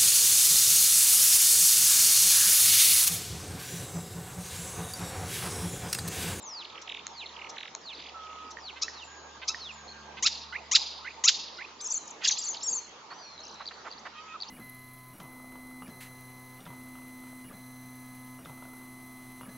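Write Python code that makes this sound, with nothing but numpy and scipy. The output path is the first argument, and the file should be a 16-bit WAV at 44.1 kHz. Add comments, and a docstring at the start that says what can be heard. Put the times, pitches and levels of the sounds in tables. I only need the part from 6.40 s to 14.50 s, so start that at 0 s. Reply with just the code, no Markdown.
"""Far traffic murmurs and a machine hums, filtered noise and a drifting low tone; at once a whistle falls steeply.
It is a starling high in a bare tree, singing with both sides of its voice box: gliding sines make whistles
and trills of short chips, throat-filtered harmonics make reedy squawks, pulses and breath make buzzes.
Bill snaps and throat knocks are decaying tones; nearby walls and scattered houses and trees answer as noise tails.
The small recorder rolls off under 8 kHz and leaves a faint mirror image above."""
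import sys
import numpy as np
from scipy import signal
from scipy.fft import rfft, irfft, next_fast_len
from scipy.io import wavfile
from scipy.ndimage import uniform_filter1d, map_coordinates

SR = 44100
rng = np.random.default_rng(int(sys.argv[2]) if len(sys.argv) > 2 else 0)


def wav_record(signal):
    """Record a signal, one row per channel, as 16-bit PCM in the file named by sys.argv[1]."""
    frames = np.transpose(np.atleast_2d(signal))
    bounded = np.clip(frames, -1, 1)
    # unit amplitude maps onto the largest positive 16-bit level
    quanta = np.round(bounded * 32767).astype(np.int16)
    wavfile.write(sys.argv[1], SR, quanta)


N = 357210
MIRROR_HZ = 8000  # edge of the recorder's band
LEAP_S = .014  # time of an upward leap in warbles and droops

# Reed motifs, the vocabulary of the motif list. Each row is a voice: throat resonance in Hz, its width in Hz,
# and a list of points: time from the motif's start in seconds, pitch in Hz, level in dB before the motif's own.
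SQUAWK = [(3670, 2750, [(0, 929, -31.5), (.02, 1177, -34.5), (.039, 1406, -23)]),
          (6400, 770, [(0, 906, -20), (.012, 1050, -17.5), (.025, 1180, -20)])]
ZIP = [(3000, 7200, [(.004, 1018, -51), (.025, 1292, -39.5), (.047, 1343, -53)]),
       (5310, 1290, [(0, 886, -51), (.01, 1050, -25.5), (.023, 1385, -25)])]
HOOK = [(1460, 1120, [(0, 1402, -42.5), (.02, 1605, -49), (.036, 2092, -33), (.047, 2810, -40)]),
        (2450, 960, [(.004, 2050, -48.5), (.016, 2025, -41), (.034, 2960, -51)]),
        (2600, 700, [(.057, 2490, -50.5), (.064, 2460, -43.5), (.072, 2880, -52)])]
FLICK = [(5800, 1600, [(0, 1420, -48.5), (.015, 2110, -42.5)])]
PIPS = [(4500, 1500, [(0, 3210, -47), (.003, 4440, -34)]), (4500, 2200, [(.01, 4650, -27.5),
        (.015, 4850, -48)]), (4540, 1500, [(.02, 4820, -28.5), (.025, 4000, -36)]),
        (4350, 1300, [(.03, 4150, -33), (.036, 3000, -48)])]
CHACK = [(5060, 2470, [(0, 1561, -19), (.004, 2861, -17), (.013, 1703, -15.5), (.025, 914, -30.5)]),
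         (4270, 2000, [(0, 3680, -8.5), (.002, 5078, -9.5), (.007, 3900, -7.5), (.014, 2238, -22.5),
         (.025, 1346, -39)])]
COO = [(1320, 740, [(0, 1208, -50), (.07, 1260, -45.5), (.095, 1290, -50), (.175, 1260, -48),
       (.2, 1333, -36), (.218, 1185, -38)]), (2750, 900, [(0, 623, -61), (.035, 633, -51),
       (.075, 625, -66)]), (2490, 530, [(.13, 648, -52), (.175, 627, -50), (.2, 638, -53)])]
RASP = [(2450, 1300, [(0, 502, -52.5), (.018, 519.5, -45.5), (.034, 510, -56.5)])]


def amp(db):
    """Decibels as an amplitude ratio."""
    return 10 ** (np.asarray(db) / 20)


def unit(x):
    """Normalize to a root-mean-square value of one."""
    return x / np.sqrt(np.mean(x ** 2) + 1e-20)


def along(points, hz):
    """Interpolate (Hz, value) points on a logarithmic frequency axis."""
    f, v = np.transpose(points)
    return np.interp(np.log(hz + 1), np.log(f + 1), v)


def wobble(n, rate):
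    """A smooth random curve: a spline through random knots, rate of them a second."""
    knots = rng.standard_normal(int(n * rate / SR) + 4)
    return map_coordinates(knots, [np.arange(n) * rate / SR])


def filtered(x, response):
    """Linear filtering: multiply the spectrum of x by a response of frequency."""
    m = next_fast_len(N + SR // 2)
    return irfft(rfft(x, m) * response(np.fft.rfftfreq(m, 1 / SR)), m)[..., :N]


def add(track, s, sound):
    """Superposition: sum a sound into the track at s seconds."""
    part = track[round(s * SR):][:len(sound)]
    part += sound[:len(part)]


def traffic():
    """Broadband noise from many far sources: random patches in time and frequency, partly coherent channels."""
    # Each row: frequency in Hz, relative power density in dB.
    spectrum = [(20, -21), (60, -25), (118, -11.5), (456, -1), (543, -3.5), (896, 1), (1210, 1),
                (1480, -6.5), (4440, -9), (6800, -14), (7900, -27), (12000, -90)]
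    # Each row: frequency in Hz, left-right correlation before the lean.
    likeness = [(40, 0.47), (250, 0.96), (900, 0.51), (5000, 0.054)]
    z = signal.stft(rng.standard_normal((2, N)), nperseg=512)[2]
    field = rng.standard_normal(z.shape[1:])
    field = uniform_filter1d(uniform_filter1d(field, 5, 0), 10, 1)
    pair = signal.istft(z * amp(2.64 * unit(field)), nperseg=512)[1][:, :N]

    def mid_side(hz):
        hollow_db = 5 / (1 + ((hz - 910) / 40) ** 2)
        turn = np.arccos(np.clip(along(likeness, hz), -1, 1)) / 2
        return amp(along(spectrum, hz) + hollow_db) * [np.cos(turn), np.sin(turn)]

    def lean(hz):
        return amp(-1.8 * np.exp(-np.log2((hz + 1) / 900) ** 2) * np.array([[1], [-1]]))

    mid, side = filtered(pair, mid_side)
    return amp(-49.5) * filtered(unit(np.array([mid + side, mid - side])), lean)


def machine_hum():
    """A periodic source: a wandering fundamental with second and third harmonics, slightly louder at the left."""
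    # Each row: time in seconds, level in dB of the fundamental before a 4 dB lift and the channel gain.
    fundamental = [(0.0, -77.5), (0.99, -68), (1.33, -82), (1.58, -68), (4.11, -62), (5.8, -78),
                   (6.31, -70), (6.72, -86), (6.99, -71.5), (7.42, -73.5), (8.1, -74)]
    # Each row: time in seconds, level in dB of the harmonics before a random wander and the channel gain.
    harmonics = [(0.0, -81), (0.83, -69.5), (2.64, -82), (3.09, -64.5), (3.7, -61.5), (5.26, -75),
                 (7.9, -66.5)]
    t = np.arange(N) / SR
    phase = 2 * np.pi * np.cumsum(72.8 + .5 * wobble(N, 2.3)) / SR
    hum = amp(np.interp(t, *np.transpose(fundamental)) + 4.0) * np.sin(phase)
    overtone_gain = amp(np.interp(t, *np.transpose(harmonics)) + 2 * wobble(N, 6))
    hum = hum + overtone_gain * (.6 * np.sin(2 * phase) + np.sin(3 * phase + wobble(N, 9)))
    return hum * amp([[.7], [-.7]])  # dB, left and right


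def glide(rows, fade):
    """Frequency modulation path: time, pitch and gain per sample; the pitch turns only at the rows."""
    s, hz, db = np.transpose(rows)
    t = np.arange(s[0] - fade / 2, s[-1] + fade / 2, 1 / SR)
    step = np.diff(hz) / np.diff(s)
    a, b = np.r_[step[0], step], np.r_[step, step[-1]]
    # the harmonic mean of neighbouring slopes keeps the cubic from overshooting
    slope = np.where(a * b > 0, 2 * a * b / (a + b + 1e-9), 0)
    k = np.clip(np.searchsorted(s, t) - 1, 0, len(s) - 2)
    h = np.diff(s)[k]
    u = np.clip((t - s[k]) / h, 0, 1)
    bend = (1 - u) * (slope[k] - step[k]) - u * (slope[k + 1] - step[k])
    pitch = hz[k] + h * u * (step[k] + (1 - u) * bend)
    edge = np.clip(np.minimum(t - t[0], t[-1] - t) / fade, 0, 1)
    return t, pitch, amp(np.interp(t, s, db)) * np.sin(np.pi / 2 * edge) ** 2


def whistle(track, rows, fade=.006, rough=.2, octave_db=-37, waver_hz=0):
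    """One membrane as a near-pure oscillator: a sine with a weak octave, its size and phase shaken by roughness."""
    flutter_rate, sway_rate = 105, 19  # cycles a second
    t, hz, gain = glide(rows, fade)
    flutter = np.sin(2 * np.pi * flutter_rate * (t - t[0]))
    sway = np.sin(2 * np.pi * sway_rate * (t - t[0]))
    hz = hz + waver_hz * (flutter - sway)
    phase = 2 * np.pi * np.cumsum(hz) / SR + rough * wobble(len(t), 420)
    octave = amp(octave_db) * np.sin(2 * phase) * (2 * hz < MIRROR_HZ)
    add(track, max(t[0], 0), gain * (1 + rough * wobble(len(t), 330)) * (np.sin(phase) + octave))


def swoop(knee, lead, first_hz, first_db, db, tail, last_hz, second_db):
    """Two independent oscillators: a long fall steepens at a knee, just after which the second voice joins."""
    knee_hz, tail_loss_db = 4000, 6.5
    join_s, bend_s, outlasts_s = .0046, .025, .0089  # delays from the knee, then past the tail
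    join_hz, bend_hz, end_hz, edge_db = 3350, 2590, 2000, 10.5
    upper = [(knee - lead * (1 - u), first_hz * (knee_hz / first_hz) ** u, first_db + u * (db - first_db))
             for u in np.arange(3) / 2]
    upper += [(knee + tail, last_hz, db - tail_loss_db)]
    lower = [(knee + join_s, join_hz, second_db - edge_db), (knee + bend_s, bend_hz, second_db),
             (knee + tail + outlasts_s, end_hz, second_db - edge_db)]
    return [upper, lower]


def swoops(track):
    """Downward frequency sweeps, each sung by both voices."""
    # Each row: time of the knee in seconds, lead-in in seconds, first pitch in Hz, first level in dB,
    # level at the knee in dB, tail in seconds, last pitch in Hz, level of the second voice in dB.
    swoop_rows = [(.2, 0.18, 7510, -44, -38.5, 0.035, 2540, -53),
                  (0.797, 0.11, 6270, -70, -39, 0.05, 2470, -39.5),
                  (1.481, 0.092, 6220, -70, -38.5, 0.055, 2450, -46.5),
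                  (2.278, 0.091, 6040, -61, -38.5, 0.025, 2830, -40)]
    for row in swoop_rows:
        for voice in swoop(*row):
            whistle(track, voice)


def chip(track, s, hz, db, depth, climb):
    """A fast frequency sweep: a climb to the top, then a flattening fall; more climb makes both sides longer."""
    snap_s, climb_s, drop_s = .002, .009, .009
    slow = np.clip(climb, 0, 1) ** 2
    fall = drop_s * (0.51 + 0.62 * slow ** 0.24)
    foot_hz = hz * (1 - depth * (.3 + .35 * slow))
    arch = [(s - snap_s - climb_s * slow, foot_hz, db - 8 + 4 * slow), (s, hz, db - 1),
            (s + 0.344 * fall, hz * (1 - 0.401 * depth), db - 0.5),
            (s + fall, hz * (1 - 0.79 * depth), db - 15.5)]
    whistle(track, arch, fade=.0025, rough=.28, octave_db=-23)


def trills(track):
    """Rapid repetition of one gesture: evenly spaced chips, with small random shifts of time, pitch and level."""
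    # Each row: first top in seconds, last top in seconds, number of chips, first and last top pitch in Hz,
    # first, second and last nominal level in dB, depth of the fall from 0 to 1, climb from 0 to 1.
    trill_rows = [(0.251, 0.38, 6, 4400, 3210, -37, -47.5, -40, 0.68, 0.52),
                  (0.497, 0.594, 5, 3920, 3690, -31.5, -32.5, -38.5, 0.76, 0.61),
                  (1.184, 1.278, 5, 4140, 3860, -32.5, -34, -39, 0.9, 0.38),
                  (1.557, 1.694, 7, 4830, 5050, -42, -43, -49.5, 0.47, 1),
                  (1.576, 1.693, 6, 3660, 3460, -51, -46.5, -45, 0.71, 1),
                  (1.837, 2.081, 9, 3640, 3510, -51.5, -47.5, -53, 0.5, 0.6),
                  (6.98, 7.031, 5, 3900, 4250, -40, -42.5, -42.5, 0.06, 0.16),
                  (7.039, 7.157, 5, 5780, 4660, -40.5, -44, -47.5, 0.3, 0.5),
                  (7.052, 7.143, 4, 6600, 6200, -45, -44.5, -46, 0.2, 0.5)]
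    for first_s, last_s, count, first_hz, last_hz, first_db, second_db, last_db, depth, climb in trill_rows:
        count = round(count)
        times, tops = np.linspace(first_s, last_s, count), np.linspace(first_hz, last_hz, count)
        levels = np.r_[first_db, np.linspace(second_db, last_db, count - 1)]
        for s, hz, db in zip(times, tops, levels):
            s, hz, db = s + rng.normal(0, .0005), hz * rng.normal(1, .02), db + rng.normal(0, 1.1)
            chip(track, s, hz, db, depth, climb)


def drones(track):
    """Faint held tones whose pitch and level fluctuate at random about a mean."""
    # Each row: start in seconds, end in seconds, mean pitch in Hz, mean level in dB.
    drone_rows = [(0.303, .49, 1290, -53.5), (0.954, 1.16, 1270, -55), (2.68, 2.99, 1610, -53.5),
                  (3.357, 3.76, 1604, -55)]
    for start, end, hz, db in drone_rows:
        s = np.arange(start, end, .025)
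        rows = np.transpose([s, rng.normal(hz, 18, len(s)), rng.normal(db, 2.5, len(s))])
        whistle(track, rows, fade=.012, rough=.35, octave_db=-30)


def reed(track, start, db, throat_hz, width_hz, rows):
    """Source and filter: a buzzing membrane's first nine harmonics, weighted by the throat resonance."""
    t, hz, gain = glide(rows, fade=.0034)
    k = np.arange(1, 10)[:, None]
    phase = 2 * np.pi * np.cumsum(hz) / SR + .13 * wobble(len(t), 600)  # shake in radians
    resonance_db = -6 * ((k * hz - throat_hz) / width_hz) ** 2
    weight = amp(resonance_db + rng.normal(0, 0.22, k.shape)) * (k * hz < MIRROR_HZ)
    tone = np.sum(weight * np.sin(k * phase + k * k * 0.81), axis=0)
    rough = (1 + .22 * wobble(len(t), 700)) * amp(2.2 * wobble(len(t), 45))
    add(track, start + t[0], amp(db) * gain * tone * rough)


def motifs(track):
    """Reedy figures by superposition: the voices of each motif are timed from a common start."""
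    # Each row: start in seconds, motif, level in dB added to the motif's own.
    motif_rows = [(0.415, FLICK, 0), (1.092, FLICK, 5.5), (2.106, FLICK, 0.5), (2.357, RASP, -1.5),
                  (2.413, ZIP, -1.5), (3.017, RASP, 1), (3.074, ZIP, -2), (3.769, RASP, 1),
                  (3.826, SQUAWK, -3), (3.862, CHACK, -7), (4.125, HOOK, 3.5), (4.314, SQUAWK, -3.5),
                  (4.351, CHACK, -5), (4.646, HOOK, 2.5), (4.839, SQUAWK, -2.5), (4.878, CHACK, -4),
                  (5.185, HOOK, 2), (7.256, PIPS, 2.5), (7.504, PIPS, -2.5), (7.748, COO, 0),
                  (8.002, PIPS, 5)]
    for s, motif, db in motif_rows:
        for voice in motif:
            reed(track, s, db, *voice)


def slides(track):
    """Linear frequency sweeps: pitch moves in even steps from first to last."""
    # Each row: start in seconds, length in seconds, first and last pitch in Hz, first and last level in dB.
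    slide_rows = [(0.4755, 0.007, 3850, 1780, -36, -39), (1.16, 0.013, 4100, 1650, -48.5, -34.5),
                  (0.916, 0.022, 4300, 3610, -58, -50.5), (7.001, 0.01, 6950, 5970, -55, -46.5),
                  (1.53, 0.011, 4410, 3880, -46, -39), (2.534, 0.07, 4700, 3570, -54, -43.5),
                  (2.595, 0.045, 3380, 2630, -54, -40.5), (3.206, 0.077, 4510, 3210, -41, -41),
                  (3.29, 0.028, 2930, 2430, -38.5, -41), (5.171, 0.014, 5500, 3300, -39.5, -42.5),
                  (5.856, 0.0075, 2950, 2780, -26, -26), (5.926, 0.025, 5900, 6250, -31, -38),
                  (7.577, 0.024, 3760, 6770, -47, -50), (8.08, .018, 4500, 6620, -48, -44)]
    for s, length, first_hz, last_hz, first_db, last_db in slide_rows:
        whistle(track, [(s, first_hz, first_db), (s + length, last_hz, last_db)])


def knocks():
    """Impulsive excitation with exponential decay: bright bill snaps of tones and noise, low ringing throat knocks."""
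    # Bill snaps. Each row: time in seconds, nominal peak level in dB.
    snap_rows = [(0.668, -15), (1.3505, -15.5), (2.625, -34)]
    # Hollow throat knocks. Each row: time in seconds, nominal peak level in dB.
    tock_rows = [(2.171, -30.5), (2.187, -36), (2.482, -26), (3.1457, -26)]
    track, t = np.zeros(N), np.arange(SR // 50) / SR
    for s, db in snap_rows:
        tick = np.sin(2 * np.pi * 6600 * t) + 0.6 * np.sin(2 * np.pi * 4300 * t)
        tick += 0.21 * np.sin(2 * np.pi * 2200 * t) + 0.62 * rng.standard_normal(len(t))
        add(track, s, amp(db - 8.5 - 60 * t / 0.0087) * tick)  # falls 60 dB in 8.7 ms
    for s, db in tock_rows:
        add(track, s, amp(db - 60 * t / 0.021) * np.sin(2 * np.pi * 1850 * t))
    return track


def chips(track):
    """Fast frequency sweeps, single or in a loose rattle, each rising to one top and falling."""
    # Each row: time of the top in seconds, top pitch in Hz, nominal level in dB, depth of the fall from 0 to 1.
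    chip_rows = [(5.679, 7120, -39, 0.4), (5.709, 7340, -36, 0.27), (6.145, 5400, -36, 0.86),
                 (6.171, 4670, -37.5, 0.4), (6.208, 4840, -41.5, 0.7), (.863, 4300, -34.5, .45),
                 (.891, 4460, -43, .4), (.943, 3440, -47, .4), (.967, 3260, -39, 0.54),
                 (.993, 3010, -39.5, .52), (1.019, 2940, -36.5, .5), (1.045, 2930, -36.5, .45),
                 (1.069, 3070, -39, 0.6)]
    for row in chip_rows:
        chip(track, *row, climb=.5)


def sag(start, end, first_hz, last_hz, first_db, last_db):
    """Exponential relaxation: pitch settles toward its last value like a spring going slack."""
    sink_s = 0.046  # time constant
    s = np.linspace(start, end, 6)
    hz = last_hz + (first_hz - last_hz) * np.exp(-(s - start) / sink_s)
    return np.transpose([s, hz, np.linspace(first_db, last_db, len(s))])


def held_sags(track):
    """Held tones under exponential relaxation, sinking fast and then slowly."""
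    # Each row: start and end in seconds, first pitch and final target in Hz, first and last level in dB.
    sag_rows = [(1.743, 2.117, 1334, 1268, -41.5, -44.5)]
    for row in sag_rows:
        whistle(track, sag(*row))


def wheezes(track):
    """Frequency modulation of a sagging tone: a quick flutter and a slow sway make it wheezy."""
    # Each row: start and end in seconds, first pitch and final target in Hz, first and last level in dB.
    wheeze_rows = [(2.641, 2.987, 7360, 6690, -54.5, -62), (3.319, 3.729, 7300, 6540, -54.5, -66),
                   (3.477, 3.533, 4310, 4200, -47, -45), (7.042, 7.23, 4150, 4020, -56, -49)]
    for row in wheeze_rows:
        whistle(track, sag(*row), fade=.012, rough=.45, octave_db=-40, waver_hz=115)


def warble(waves):
    """Wide frequency modulation: a leap toward a first crest, then alternating troughs and crests."""
    s, hz, db, climb, crest_hz, crest_db = waves[0]
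    rows = [(s - .013, 1.05 * hz, db - 7.5), (s, hz, db),
            (s + LEAP_S, .965 * crest_hz, crest_db + 6.5), (s + climb, crest_hz, crest_db)]
    for s, hz, db, climb, crest_hz, crest_db in waves[1:]:
        rows += [(s, hz, db), (s + climb, crest_hz, crest_db)]
    return rows + [(s + climb + .004, crest_hz, crest_db - 5.5)]


def warbles(track):
    """The upper voice as a continuous oscillator, its pitch swinging through each phrase."""
    # One list a phrase. Each row: time of a trough in seconds, its pitch in Hz, its level in dB,
    # climb in seconds, pitch of the next crest in Hz, its level in dB.
    phrases = [
        [(5.403, 4620, -44, 0.027, 8000, -37), (5.465, 6370, -30.5, .024, 8860, -33),
         (5.518, 5900, -27.5, 0.013, 7970, -21.5), (5.561, 6080, -30.5, 0.018, 6960, -26)],
        [(5.975, 4050, -34.5, 0.03, 7500, -35), (6.031, 5500, -36, .016, 7420, -31.5),
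         (6.077, 6000, -32, .017, 7120, -27.5), (6.12, 6130, -34.5, 0.019, 6650, -40)],
        [(6.224, 5270, -40, 0.035, 7540, -36.5), (6.288, 6490, -23, .02, 7520, -30.5),
         (6.336, 6310, -25.5, 0.011, 7350, -28), (6.39, 6160, -32, 0.012, 6200, -53)],
    ]
    for waves in phrases:
        whistle(track, warble(waves))


def droop(s, low_hz, top_hz, db, hold, fall, last_hz, last_db, early):
    """A rise, plateau and two-stage fall of frequency: a quick slip, then a slower droop."""
    slip_from = s + LEAP_S + hold
    return [(s - .006, low_hz * 1.4, db - 12), (s, low_hz, db - 8), (s + LEAP_S, top_hz, db),
            (slip_from, .99 * top_hz, db),
            (slip_from + .02, top_hz + early * (last_hz - top_hz), db - 8.0),
            (slip_from + fall, last_hz, last_db)]


def droops(track):
    """The lower voice as a second oscillator: it leaps up, holds and droops."""
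    # Each row: time of the leap in seconds, low pitch in Hz, top pitch in Hz, level in dB, hold in seconds,
    # droop in seconds, last pitch in Hz, last level in dB, share of the droop done in the first slip.
    droop_rows = [(5.407, 3330, 6250, -38, 0.014, 0.034, 5300, -40, 0.9),
                  (5.471, 5250, 6080, -37, 0.0091, 0.19, 3750, -62, 0.59),
                  (5.974, 2450, 4960, -36, 0.011, 0.086, 4350, -40, 0.31),
                  (6.226, 3740, 5600, -35, 0.028, 0.2, 4130, -54.5, .52)]
    for row in droop_rows:
        whistle(track, droop(*row))


def buzz(track, s, length, rate, hz, db):
    """Source and filter: uneven pulses and breath noise excite a wide throat resonance."""
    t = np.arange(length * SR) / SR
    cycles = rate * t + 0.13 * wobble(len(t), 150)
    pulses = 6.0 * np.abs(np.diff(np.floor(cycles), prepend=0))
    breath = (0.82 + 0.14 * (1 - cycles % 1) ** 3) * rng.standard_normal(len(t))
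    band = signal.butter(2, [0.54 * hz, min(1.3 * hz, MIRROR_HZ)], "bandpass", fs=SR, output="sos")
    swell = np.abs(np.sin(np.pi * t / length)) ** 1.1
    add(track, s, amp(db) * unit(signal.sosfilt(band, pulses + breath)) * swell)


def buzzes(track):
    """Short pulse trains through a resonance, heard as rattles when slow and buzzes when fast."""
    # Each row: start in seconds, length in seconds, pulses a second, resonance in Hz, level in dB before the swell.
    buzz_rows = [(5.806, 0.064, 650, 2610, -40), (5.832, 0.049, 1600, 6040, -28),
                 (6.128, 0.043, 1560, 4570, -46), (6.698, 0.046, 190, 1160, -42.5),
                 (7.192, 0.045, 184, 1175, -41), (7.305, 0.024, 270, 1460, -43.5),
                 (7.443, 0.053, 230, 1150, -38.5), (7.647, 0.037, 310, 1320, -38)]
    for row in buzz_rows:
        buzz(track, *row)


def flurry(track):
    """Two oscillators: the lower notches between close humps and slumps between far ones; the upper has humps only."""
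    # Each row: time of the top in seconds, lower pitch in Hz, its level in dB, upper pitch in Hz,
    # its level in dB, depth of the upper hump from 0 to 1.
    humps = [(5.851, 3500, -24.5, 5430, -20, .46), (5.878, 4600, -24.5, 7320, -22, 0.4),
             (5.888, 4310, -25.5, 6930, -18, .23), (5.9143, 5200, -24, 6700, -21, .15),
             (5.924, 4780, -25.5, 6500, -25, 0.1)]
    hump_s, upper_hump_s, slump_s, valley_s = .005, .0048, .008, .009
    notch, slump, valley_hz = .73, .62, 1620  # notch and slump are shares of the top pitch
    first_s, first_hz, first_db = humps[0][:3]
    lower, upper = [(first_s - hump_s, notch * first_hz, first_db - 6)], []
    next_tops = [row[0] for row in humps[1:]] + [np.inf]
    for (s, hz, db, high_hz, high_db, depth), ahead in zip(humps, next_tops):
        close = ahead - s < 3 * hump_s
        after = (s + hump_s, notch * hz, db + 0.5) if close else (s + slump_s, slump * hz, db - 8)
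        lower += [(s, hz, db), after]
        if not close and ahead < np.inf:
            lower += [(ahead - valley_s, valley_hz, db - 15.5)]
        foot_hz = high_hz * (1 - depth)
        upper += [[(s - upper_hump_s, foot_hz, high_db - 2), (s, high_hz, high_db),
                   (s + upper_hump_s, foot_hz, high_db - 3)]]
    for rows in [lower] + upper:
        whistle(track, rows, fade=.003, rough=.2, octave_db=-24)


def duet(track):
    """Two soft independent oscillators whose glides overlap."""
    # One list a voice. Each row: time in seconds, pitch in Hz, level in dB.
    voices = [
        [(6.704, 4400, -49.5), (6.733, 4450, -47), (6.747, 5900, -56), (6.79, 6050, -56), (6.87, 5700, -51),
         (6.965, 5730, -64)],
        [(6.786, 4900, -54), (6.815, 4780, -49), (6.84, 4400, -49.5), (6.965, 4120, -51)],
    ]
    for rows in voices:
        whistle(track, rows)


def song():
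    """Superposition of all that comes from the voice box."""
    track = np.zeros(N)
    for part in (swoops, trills, drones, motifs, slides, chips, held_sags, wheezes,
                 warbles, droops, buzzes, flurry, duet):
        part(track)
    return track


def walls(x):
    """Early reflections: rough surfaces return short, dull, smeared copies, partly unlike in the two channels."""
    # Nearby surfaces that answer singly. Each row: delay in seconds, level in dB before dulling.
    surfaces = [(.009, -11.5), (.063, -19.5), (.111, -23.5), (.152, -29)]
    smear_s = .006  # time for a 20 dB fall
    t, answer = np.arange(SR // 50) / SR, np.zeros((2, SR // 5))
    for late, db in surfaces:
        burst = [[1, 0.37], [1, -0.43]] @ rng.standard_normal((2, len(t)))
        burst = burst * amp(-20 * t / smear_s)
        answer[:, round(late * SR):][:, :len(t)] += amp(db) * burst / np.linalg.norm(burst[0])
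    dull = filtered(x, lambda hz: amp(-6 * np.log2((hz + 60) / 4300) ** 2))
    return signal.fftconvolve(dull[None], answer, axes=1)[:, :N]


def echoes(x):
    """Diffuse reverberation from walls and trees: decaying noise tails, drawn anew every quarter second."""
    # Each row: frequency in Hz, time in seconds for a 60 dB decay.
    decay = [(1000, 0.62), (2500, 0.78), (4500, 0.9), (7500, 0.34)]
    lumps_db = 2.2  # unevenness of the tail
    out, hop, delay = np.zeros((2, N + 2 * SR)), SR // 4, 500  # samples
    for i in range(0, N, hop):
        hz, t, z = signal.stft(rng.standard_normal((2, SR * 3 // 4)), SR, nperseg=256)
        fade_db = -60 * t / along(decay, hz)[:, None] + lumps_db * wobble(len(t), SR / 3)
        colour_db = -3.5 * np.log2((hz[:, None] + 60) / 4600) ** 2
        tail = signal.istft(z * amp(fade_db) * amp(colour_db), SR, nperseg=256)[1]
        tail[1] = 1.02 * tail[0] + 0.64 * tail[1]  # channels partly alike
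        wet = signal.fftconvolve(x[None, i:i + hop], tail / np.linalg.norm(tail[0]), axes=1)
        out[:, i + delay:i + delay + wet.shape[1]] += wet
    return out[:, :N]


def scene():
    """Direct sound, reflections and background sum linearly at two channels."""
    # Each row: frequency in Hz, left minus right level of the direct sound in dB.
    balance = [(60, 18), (210, -0.5), (700, -1), (2410, -6), (8260, 5)]
    # so small a body sends out no bass
    bird = filtered(song() + knocks(), lambda hz: hz ** 4 / (hz ** 4 + 600 ** 4))
    sides = np.array([[.5], [-.5]])
    direct = filtered(bird, lambda hz: amp(sides * along(balance, hz)))
    return direct + walls(bird) + amp(-19) * echoes(bird) + traffic() + machine_hum()


def record(dry):
    """Aliasing: after a roll-off under 8 kHz, sampling at twice that rate leaves a weak mirror image above it."""
    top_hz = 9300
    kept = filtered(dry, lambda hz: amp(-40 * np.clip((hz - 7000) / (MIRROR_HZ - 7000), 0, 3) ** 2.96))
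    mirror = 2 * kept * np.cos(2 * np.pi * 2 * MIRROR_HZ * np.arange(N) / SR)
    image = filtered(mirror, lambda hz: (hz > MIRROR_HZ) * amp(-27 - 20 * ((hz - MIRROR_HZ) / 1000) ** 2))
    return filtered(kept + image, lambda hz: hz < top_hz)


dry = scene()
out = record(dry)
wav_record(out)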